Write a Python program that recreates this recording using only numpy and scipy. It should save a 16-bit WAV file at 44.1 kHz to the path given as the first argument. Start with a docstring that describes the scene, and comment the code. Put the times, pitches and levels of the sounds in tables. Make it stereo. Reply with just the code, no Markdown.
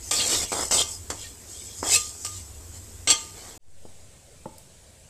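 """A stove-side kitchen hums as a steel spatula stirs sesame seeds in a thin wok: seeds rush and patter (coloured
grains), the edge judders, slips and knocks (grains, air pushes, noise cracks), wok and blade ring (decaying modes).
At 3.578 s the scene cuts to silence, then fades in on a quieter counter: the input offset settles after switch-on,
and hands at work give a dull bump (struck body modes, air push), a second bump and a bright tick (noise burst)."""
import sys
import numpy as np
from scipy import signal
from scipy.fft import rfft, irfft, next_fast_len
from scipy.io import wavfile
from scipy.ndimage import uniform_filter1d, map_coordinates

SR = 44100
rng = np.random.default_rng(int(sys.argv[2]) if len(sys.argv) > 2 else 0)


def wav_out(sig):
    """Save sig, one row per channel (or a flat mono array), as 16-bit PCM at SR to the path in sys.argv[1]."""
    wavfile.write(sys.argv[1], SR, np.round(np.clip(np.atleast_2d(sig).T, -1, 1) * 32767).astype(np.int16))


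N = 224757

# Air near the stove. Each row: frequency in Hz, relative level in dB per Hz.
STOVE_SPECTRUM = [(71, -36.5), (120, -11.5), (166, -8), (437, -6), (535, -12.5), (905, -14.5),
                  (1360, -18.5), (5250, -18.5), (8020, -6.5), (9430, -17.5), (13800, -19), (15000, -47)]
# Air near the counter. Each row: frequency in Hz, relative level in dB per Hz.
COUNTER_SPECTRUM = [(71, -13), (120, -1.5), (229, -12), (350, -13.5), (455, -10.5), (569, -8.5), (739, -15),
                    (1250, -22.5), (1560, -19.5), (5800, -18.5), (7860, -11), (13800, -32.5), (15000, -21)]
# Tilt of the air noise to the left port. Each row: frequency in Hz, left over right in dB.
AIR_LEAN = [(300, 0), (2000, 2), (6000, 5)]
# Low hum of the house. Each row: frequency in Hz, relative level in dB per Hz.
DRONE_SPECTRUM = [(12, -38), (20, 4), (27, -14), (43, -6), (86, 4), (100, 0.5), (119, -17), (140, -20),
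                  (180, -57), (310, -120)]
# Mean hum level near the stove. Each row: time in seconds, level in dB.
STOVE_HUM = [(0.0, -45), (0.12, -43.5), (0.34, -52), (0.36, -42), (1.72, -50.5), (1.91, -42.5), (2.19, -50),
             (2.43, -43), (2.45, -46.5), (2.89, -44.5), (3.56, -50.5), (3.57, -52)]
# Likeness of the two ports. Each row: frequency in Hz, left-right correlation (no unit).
LIKENESS = [(60, 0.92), (250, 0.93), (700, 0.41), (2000, 0.19), (5000, 0.086), (12000, 0.19)]

# Seed patter. Each row: frequency in Hz, relative level in dB per Hz.
SEED_SPECTRUM = [(1470, -26.5), (2500, -19), (2970, -27.5), (3230, -27), (3690, -32.5), (5100, 4.5),
                 (5530, -2), (7870, 8), (9640, -7.5), (13100, -13.5), (14600, -27.5), (15000, -56)]
# Blade judder. Each row: frequency in Hz, relative level in dB per Hz.
JUDDER_SPECTRUM = [(71, -46), (120, -14.5), (368, -0.5), (620, -2.5), (709, 2), (782, -3.5), (1230, -9),
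                   (2200, -8.5), (2860, -57), (4840, -120)]
# Dense ring of the thin wall. Each row: frequency in Hz, relative level in dB per Hz.
SHEET_SPECTRUM = [(760, -25), (1300, -69.5), (1840, -6), (1980, -12.5), (2150, -4.5), (2990, -2), (3240, 4),
                  (4500, 0), (5850, -29), (9900, -120)]
# Modes of the wok. Each row: frequency in Hz, relative level in dB, t60 in seconds when struck.
WOK_MODES = [(477.6, -7, 0.078), (648, -14, 0.31), (902, -13, 0.52), (1177, -8.5, 0.23), (1217, -1.5, 0.27),
             (1557, -11, 0.12), (2102, -4.5, 0.17), (2540, -5.5, 0.23), (2820, -3.5, 0.13),
             (3100, -3, 0.19), (3450, -15, 0.12), (3640, -25, 0.16), (4180, 3, 0.097), (4510, 5, 0.082),
             (5500, -13, 0.042), (5820, -1, 0.19), (5670, 3.5, 0.087), (6190, 4.5, 0.12),
             (6800, -25.5, .15), (7400, -21, .15), (7500, -13.5, 0.13), (8060, -16, .15), (8270, 4.5, 0.11),
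             (7650, 4.5, 0.11)]
# Blade lands, drags, lifts. Each row: landing in seconds, lift in seconds, seeds in dB at landing and at lift,
# judder in dB at both, wok ring in dB at both, settling seeds in dB under the lift level, small slips per second.
SCRAPES = [(0.1103, 0.44, -25, -28.5, -39.5, -38.5, -30.5, -34.5, 12.5, 0),
           (.5195, 0.644, -31.5, -29, -37.5, -36, -39, -42.5, 6, 130),
           (0.7115, 0.818, -23, -23, -33, -41, -33.5, -32, 13, 130),
           (1.101, 1.1, -32.5, -28.5, -37.5, -29.5, -49, -44, 13, 0),
           (1.828, 1.956, -39, -14.5, -34, -39.5, -48.5, -22, 15, 0),
           (2.248, 2.258, -31, -32, -49, -57, -49, -48.5, 8, 0),
           (3.0734, 3.118, -33.5, -18, -37, -35, -26, -22.5, 20.5, 0)]
# Seeds slide or surge. Each row: peak in seconds, rise in seconds, fall in seconds, then seeds, judder, ring in dB.
SWELLS = [(.09, .1, 0.025, -38, -61, -54.5), (.21, 0.028, 0.031, -32.5, -52, -30.5),
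          (.32, 0.043, 0.075, -26, -39, -31), (0.501, 0.032, 0.041, -36, -60, -53),
          (.92, 0.067, 0.088, -37, -59, -63), (1.231, 0.08, 0.088, -41.5, -67, -48),
          (1.56, 0.11, 0.32, -42.5, -84, -53), (1.79, 0.048, .05, -38.5, -72, -63),
          (2.22, 0.066, 0.089, -43, -64, -74), (2.36, 0.13, 0.086, -43.5, -73, -51),
          (2.77, 0.057, 0.027, -46.5, -56, -56), (3.47, 0.18, 0.11, -48.5, -50, -54)]
# Levels while nothing is pushed. Entries: seeds, judder, ring in dB.
REST_DB = [-56, -63.5, -67.5]
# Burst at landing over the drag. Entries: seeds, judder, ring in dB.
LANDING_DB = [0.5, 2.5, -4.5]
# Quick stop after the lift. Entries: t60 of seeds, judder, ring in seconds.
LIFT_T60_S = [0.071, 0.13, 0.11]
# Slow settling after the lift. Entries: t60 of seeds, judder, ring in seconds.
SETTLE_T60_S = [0.79, 0.33, 0.64]
# Offset of the settling level. Entries: seeds, judder, ring in dB.
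SETTLE_EXTRA_DB = [1, -2, -3]
# Stereo lean by loudness. Each row: seeds level in dB, left over right in dB.
LEAN = [(-61.5, 12), (-42, 4), (-32, 2)]

# Blade strikes metal. Each row: start in seconds, relative crack level in dB, relative ring level in dB.
BLOWS = [(0.1117, -3, -32), (0.5177, -21.5, -39), (0.709, -13.5, -42), (0.7216, -18, -29.5),
         (0.808, -19, -36), (1.102, -12, -44.5), (1.829, -28, -52), (1.863, -28, -50), (1.948, -14, -46),
         (1.959, -14, -46), (2.2482, -12, -42), (2.265, -14, -54), (3.0735, -8, -27), (3.086, -10.5, -27.5),
         (3.102, 3, -25), (3.11, 3, -35.5)]
# Loudest catches of the edge. Each row: time in seconds, relative peak in dB.
SLIPS = [(.1132, -24), (.5201, -16), (.53, -15), (.5405, -21), (.5684, -19), (.5927, -20), (.6357, -21),
         (.7112, -18), (.7229, -18), (.8064, -23), (1.1038, -21), (1.8308, -17), (3.0736, -24)]
# Chatter of the blade. 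Each row: start in seconds, relative level in dB.
CHATTER = [(.7685, -20), (.775, -21), (.783, -14), (.792, -12), (.7985, -12), (.8065, -10), (.8175, -12),
           (1.213, -36), (1.226, -33), (1.24, -35)]
# Modes of the blade. Each row: frequency in Hz, relative level in dB, t60 in seconds.
BLADE_MODES = [(3200, -3, .022), (3500, -5, .018), (4000, -10, .012)]
# Kitchen reverberation. Each row: frequency in Hz, t60 in seconds.
KITCHEN_T60 = [(200, 0.32), (2000, 0.49), (10000, 0.36)]

# Offset swing, left row then right. Each row: relative depth, rise in seconds, decay in seconds, swing in Hz.
SAG = [(-.02, 0.34, 0.43, .1), (-0.039, 0.13, .45, 0.506)]
# Hands on the counter. Each row: time in seconds, relative body level in dB, relative push level in dB.
BUMPS = [(3.853, -33.5, -23), (4.457, -17, -40)]
# Modes of the counter. Each row: frequency in Hz, bandwidth in Hz, relative level in dB.
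COUNTER_MODES = [(149, 83, -1.5), (235, 67, 0), (337, 24, 0), (527, 51, 3), (612, 21, 1), (873, 44, 4.5),
                 (1380, 150, -13), (1850, 81, -16)]
# Dry tick. Each row: start in seconds, left level in dB ahead of the high-pass.
TICKS = [(4.583, -29)]

LEAD_S = 6e-5  # left port hears first
LANDING_T60_S = 0.083
SMALL_SLIP_DB, SMALL_SLIP_RANGE_DB = -25, 4  # mean, plus or minus
CUT_S, FADE_S = 3.578, (3.59, 3.87)
COUNTER_HUM_DB, HUM_WAVER_DB = -54.5, 1.5
SWITCH_ON_S = 3.605
JERK_S, JERK_SIZE, JERK_DECAY_S = 3.684, .007, .04
TICK_LEAN_DB = 10
TOP_HZ = 15283


def amp(db):
    """dB to amplitude."""
    return 10 ** (np.asarray(db) / 20)


def unit(x):
    """Scales to rms 1."""
    return x / np.sqrt(np.mean(x ** 2) + 1e-20)


def along(points, hz):
    """Interpolates (Hz, value) points on a log axis."""
    f, v = np.transpose(points)
    return np.interp(np.log(hz + 1), np.log(f + 1), v)


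def wobble(rate_hz):
    """A smooth random curve, rate_hz knots a second."""
    knots = rng.standard_normal(int(N * rate_hz / SR) + 4)
    return map_coordinates(knots, [np.arange(N) * rate_hz / SR])


def filtered(x, response):
    """x times a complex response of frequency."""
    m = next_fast_len(N + SR)
    return irfft(rfft(x, m) * response(np.fft.rfftfreq(m, 1 / SR)), m)[..., :N]


def add(out, start_s, sound):
    """Adds a sound at start_s."""
    out[:, round(start_s * SR):][:, :sound.shape[1]] += sound


def stereo(pair, spectrum, patchy_db):
    """Colours two unrelated signals with shifting bands of random gain, mixes to two ports; rms of their mean is 1."""
    z = signal.stft(pair, nperseg=512)[2]
    field = rng.standard_normal(z.shape[1:])
    field = uniform_filter1d(uniform_filter1d(field, size=2, axis=0), size=9, axis=1)
    pair = signal.istft(z * amp(patchy_db * unit(field)), nperseg=512)[1][:, :N]

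    def mix(hz):
        turn = np.arccos(np.clip(along(LIKENESS, hz), -1, 1)) / 2
        return amp(along(spectrum, hz)) * [np.cos(turn), np.sin(turn)]

    mid, side = filtered(pair, mix)
    ports = np.array([mid + side, mid - side])
    ports = filtered(ports, lambda hz: np.exp(1j * np.pi * LEAD_S * np.outer([1, -1], hz)))
    return ports / np.sqrt(np.mean(ports.mean(axis=0) ** 2))


def air(spectrum, db):
    """Soft steady room noise, brighter at the left port."""
    noise = stereo(rng.standard_normal((2, N)), spectrum, patchy_db=2.15)
    return amp(db) * filtered(noise, lambda hz: amp(np.outer([.5, -.5], along(AIR_LEAN, hz))))


def drone():
    """House hum: low coloured noise of wavering level."""
    noise = stereo(rng.standard_normal((2, N)), DRONE_SPECTRUM, patchy_db=1.3)
    return amp(HUM_WAVER_DB * wobble(7.04)) * noise


def efforts():
    """Levels in dB of seeds, judder, ring: powers of scrapes and swells add to the resting rustle."""
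    t = np.arange(N) / SR
    col = lambda v: np.reshape(v, (-1, 1))
    power = amp(2 * col(REST_DB)) * np.ones(N)
    for land, lift, *db, under_db, _ in SCRAPES:
        first, last = col(db[0::2]), col(db[1::2])
        drag = amp(first + (last - first) * np.clip((t - land) / max(lift - land, 1e-3), 0, 1))
        after = np.maximum(t - lift, 0)
        share = amp(col(SETTLE_EXTRA_DB) - under_db)
        stop = (1 - share) * amp(-60 * after / col(LIFT_T60_S))
        settle = share * amp(-60 * after / col(SETTLE_T60_S))
        burst = amp(first + col(LANDING_DB) - 60 * np.abs(t - land) / LANDING_T60_S)
        power += (t >= land) * ((drag * (stop + settle)) ** 2 + burst ** 2)
    for peak, rise, fall, *db in SWELLS:
        u = np.clip((t - peak) / np.where(t < peak, rise, fall), -1, 1)
        power += (amp(col(db)) * np.cos(u * np.pi / 2)) ** 2
    return 10 * np.log10(power)


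def grains(rate_hz, spread_db):
    """Two unrelated trains of tiny impacts of uneven strength."""
    hit = rng.random((2, N)) < rate_hz / SR
    strength = rng.standard_normal((2, N)) * amp(spread_db * rng.standard_normal((2, N)))
    return hit * strength


def seeds(db):
    """Rush and patter: dense tiny impacts with a fast level flutter."""
    return amp(db + 0.77 * wobble(130)) * stereo(grains(12000, 2.5), SEED_SPECTRUM, patchy_db=3.5)


def wall_rub(db):
    """Dense ring of the thin wall under many small impacts."""
    return amp(db) * stereo(grains(9000, 1.0), SHEET_SPECTRUM, patchy_db=6.5)


def wok_response(hz, damping):
    """Sum of wok resonances; bandwidths scale with damping, ring times with its inverse."""
    total = 0
    for k, (centre, db, t60) in enumerate(WOK_MODES):
        width = damping * np.log(1000) / np.pi / t60
        total = total + (-1) ** k * amp(db) * 1j * hz * width / (centre * centre - hz * hz + 1j * hz * width)
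    return total


def wok_ring(db):
    """Noise shakes the wok's resonances."""
    shake = amp(db) * rng.standard_normal((2, N))
    return amp(16.5) * filtered(shake, lambda hz: wok_response(hz, damping=0.71))


def judder(db):
    """The blade edge slips in uneven jerks: sparser, lower grains."""
    return amp(db) * stereo(grains(3000, 1.6), JUDDER_SPECTRUM, patchy_db=3)


def stirring():
    """Seeds, wall and wok share a loudness-dependent lean; judder stays central. Returns sound and lean gains."""
    seeds_db, judder_db, ring_db = efforts()
    side = amp(np.outer([.5, -.5], np.interp(seeds_db, *np.transpose(LEAN))))
    flutter_db = 0.17 * wobble(45)  # the hand's pressure is never even
    leaning = seeds(seeds_db + flutter_db) + wall_rub(ring_db + flutter_db) + wok_ring(ring_db)
    return leaning * side + judder(judder_db + flutter_db), side


def ringing(table, t):
    """Decaying modes, struck at new strengths each time, with a different phase at each port."""
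    total = 0
    for hz, level_db, t60 in table:
        envelope = amp(level_db + rng.normal(0, 2.5) - 60 * t / t60)
        total = total + envelope * np.sin(2 * np.pi * hz * t + rng.normal(0, 1.0, (2, 1)))
    return total * (1 - np.exp(-t / 0.00049))


def strikes():
    """Blade on metal: a short bright noise crack and a ring of the wok."""
    crack, clang, t = np.zeros((2, N)), np.zeros((2, N)), np.arange(SR // 2) / SR
    for s, crack_db, ring_db in BLOWS:
        add(crack, s, amp(crack_db - 6.0 - 60 * t / 0.022) * rng.standard_normal((2, len(t))))
        add(clang, s, amp(ring_db) * ringing(WOK_MODES, t))
    band = lambda hz: 1 / (1 + (hz / 8600) ** 16) / (1 + (2500 / (hz + 1)) ** 2)
    return filtered(crack, band) + clang


def pushes(events, hz):
    """One cycle of pull and release centred on each event."""
    x, u = np.zeros(N), np.arange(-200, 200) / SR * 2 * np.pi * hz
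    for s, db in events:
        x[round(s * SR) - 200:][:400] += amp(db) * u * np.exp(.5 - u * u / 2)
    return x


def small_slips():
    """Unevenly spaced catches of the edge along the drags with a slip rate."""
    rows = []
    for land, lift, *_, rate in SCRAPES:
        gap, size = rng.random((2, 60))
        times = land + np.cumsum(.5 + gap) / (rate + 1e-3)
        levels_db = SMALL_SLIP_DB + SMALL_SLIP_RANGE_DB * (2 * size - 1)
        rows += [(s, db) for s, db in zip(times, levels_db) if s < lift]
    return rows


def slips():
    """Each catch of the edge pushes the air once, 3 samples earlier at the left port."""
    push = pushes(SLIPS + small_slips(), hz=654)
    return np.array([np.roll(push, -3) * amp(-1.5), push * amp(-3.0)])


def kitchen(x):
    """Reverberation: a noise tail, each frequency dying at its own speed, 300 samples late."""
    hz, t, z = signal.stft(rng.standard_normal((2, SR // 2)), SR, nperseg=256)
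    tail = signal.istft(z * amp(-60 * t / along(KITCHEN_T60, hz)[:, None]), SR, nperseg=256)[1]
    late = np.pad(x, ((0, 0), (300, 0)))
    return signal.fftconvolve(late, tail / np.linalg.norm(tail[0]), axes=1)[:, :N]


def chatter():
    """Repeated knocks ring the blade's modes."""
    blade, t = np.zeros((2, N)), np.arange(SR // 2) / SR
    for s, db in CHATTER:
        add(blade, s, amp(db) * ringing(BLADE_MODES, t))
    return blade


def offset():
    """Microphone input settling after switch-on: a slow sag swings back, the right port jumps once."""
    t = np.arange(N) / SR
    u = np.maximum(t - SWITCH_ON_S, 0)
    left, right = [depth * (1 - np.exp(-u / rise)) * np.exp(-u / decay) * np.cos(2 * np.pi * hz * u)
                   for depth, rise, decay, hz in SAG]
    jerk = (t > JERK_S) * JERK_SIZE * np.exp(-np.abs(t - JERK_S) / JERK_DECAY_S)
    return np.array([left, right + jerk])


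def counter_response(hz):
    """Counter resonances struck softly."""
    body = 0
    for k, (centre, width, db) in enumerate(COUNTER_MODES):
        body = body + (-1) ** k * amp(db) * 1j * hz * width / (centre * centre - hz * hz + 1j * hz * width)
    return body / (1 + 1j * hz / 1500) ** 2  # skin is a soft striker


def bumps():
    """Hands strike the counter: impulses through its body plus a push of air."""
    strike = np.zeros(N)
    for s, db, _ in BUMPS:
        strike[round(s * SR)] = amp(db + 29.0)
    push = pushes([(s, db) for s, _, db in BUMPS], hz=394)
    return filtered(strike, counter_response) + amp(-10.5) * push


def tick():
    """A small bright tick from the left: a decaying noise burst above 4500 Hz."""
    burst, t = np.zeros((2, N)), np.arange(600) / SR
    for s, db in TICKS:
        ports_db = db - TICK_LEAN_DB * np.array([[0], [1]])
        add(burst, s, amp(ports_db - 60 * t / .012) * rng.standard_normal((2, len(t))))
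    return filtered(burst, lambda hz: hz > 4500)


def scene():
    """The stove until the cut, then the counter fading in."""
    t = np.arange(N) / SR
    hum = drone()
    stir, side = stirring()
    hits = strikes() * side + slips()
    blade = chatter()
    blows = hits + amp(-8.5) * kitchen(hits) + blade + amp(-17) * kitchen(blade)
    stove_hum_db = np.interp(t, *np.transpose(STOVE_HUM))
    stove = air(STOVE_SPECTRUM, db=-49.5) + amp(stove_hum_db) * hum + stir + blows
    touches = bumps() + tick()
    counter = air(COUNTER_SPECTRUM, db=-53.0) + amp(COUNTER_HUM_DB) * hum
    counter = counter + touches + amp(-5.5) * kitchen(touches)
    return stove * (t < CUT_S) + counter * np.interp(t, FADE_S, (0, 1))


def record(dry):
    """Adds the input offset, rounds the highest peaks, rolls the treble off to the band limit."""
    x = dry + offset()
    x = x / (1 + np.abs(x / .9) ** 6) ** (1 / 6)
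    return filtered(x, lambda hz: (hz < TOP_HZ) / (1 + (hz / 14500) ** 60))


dry = scene()
out = record(dry)
wav_out(out)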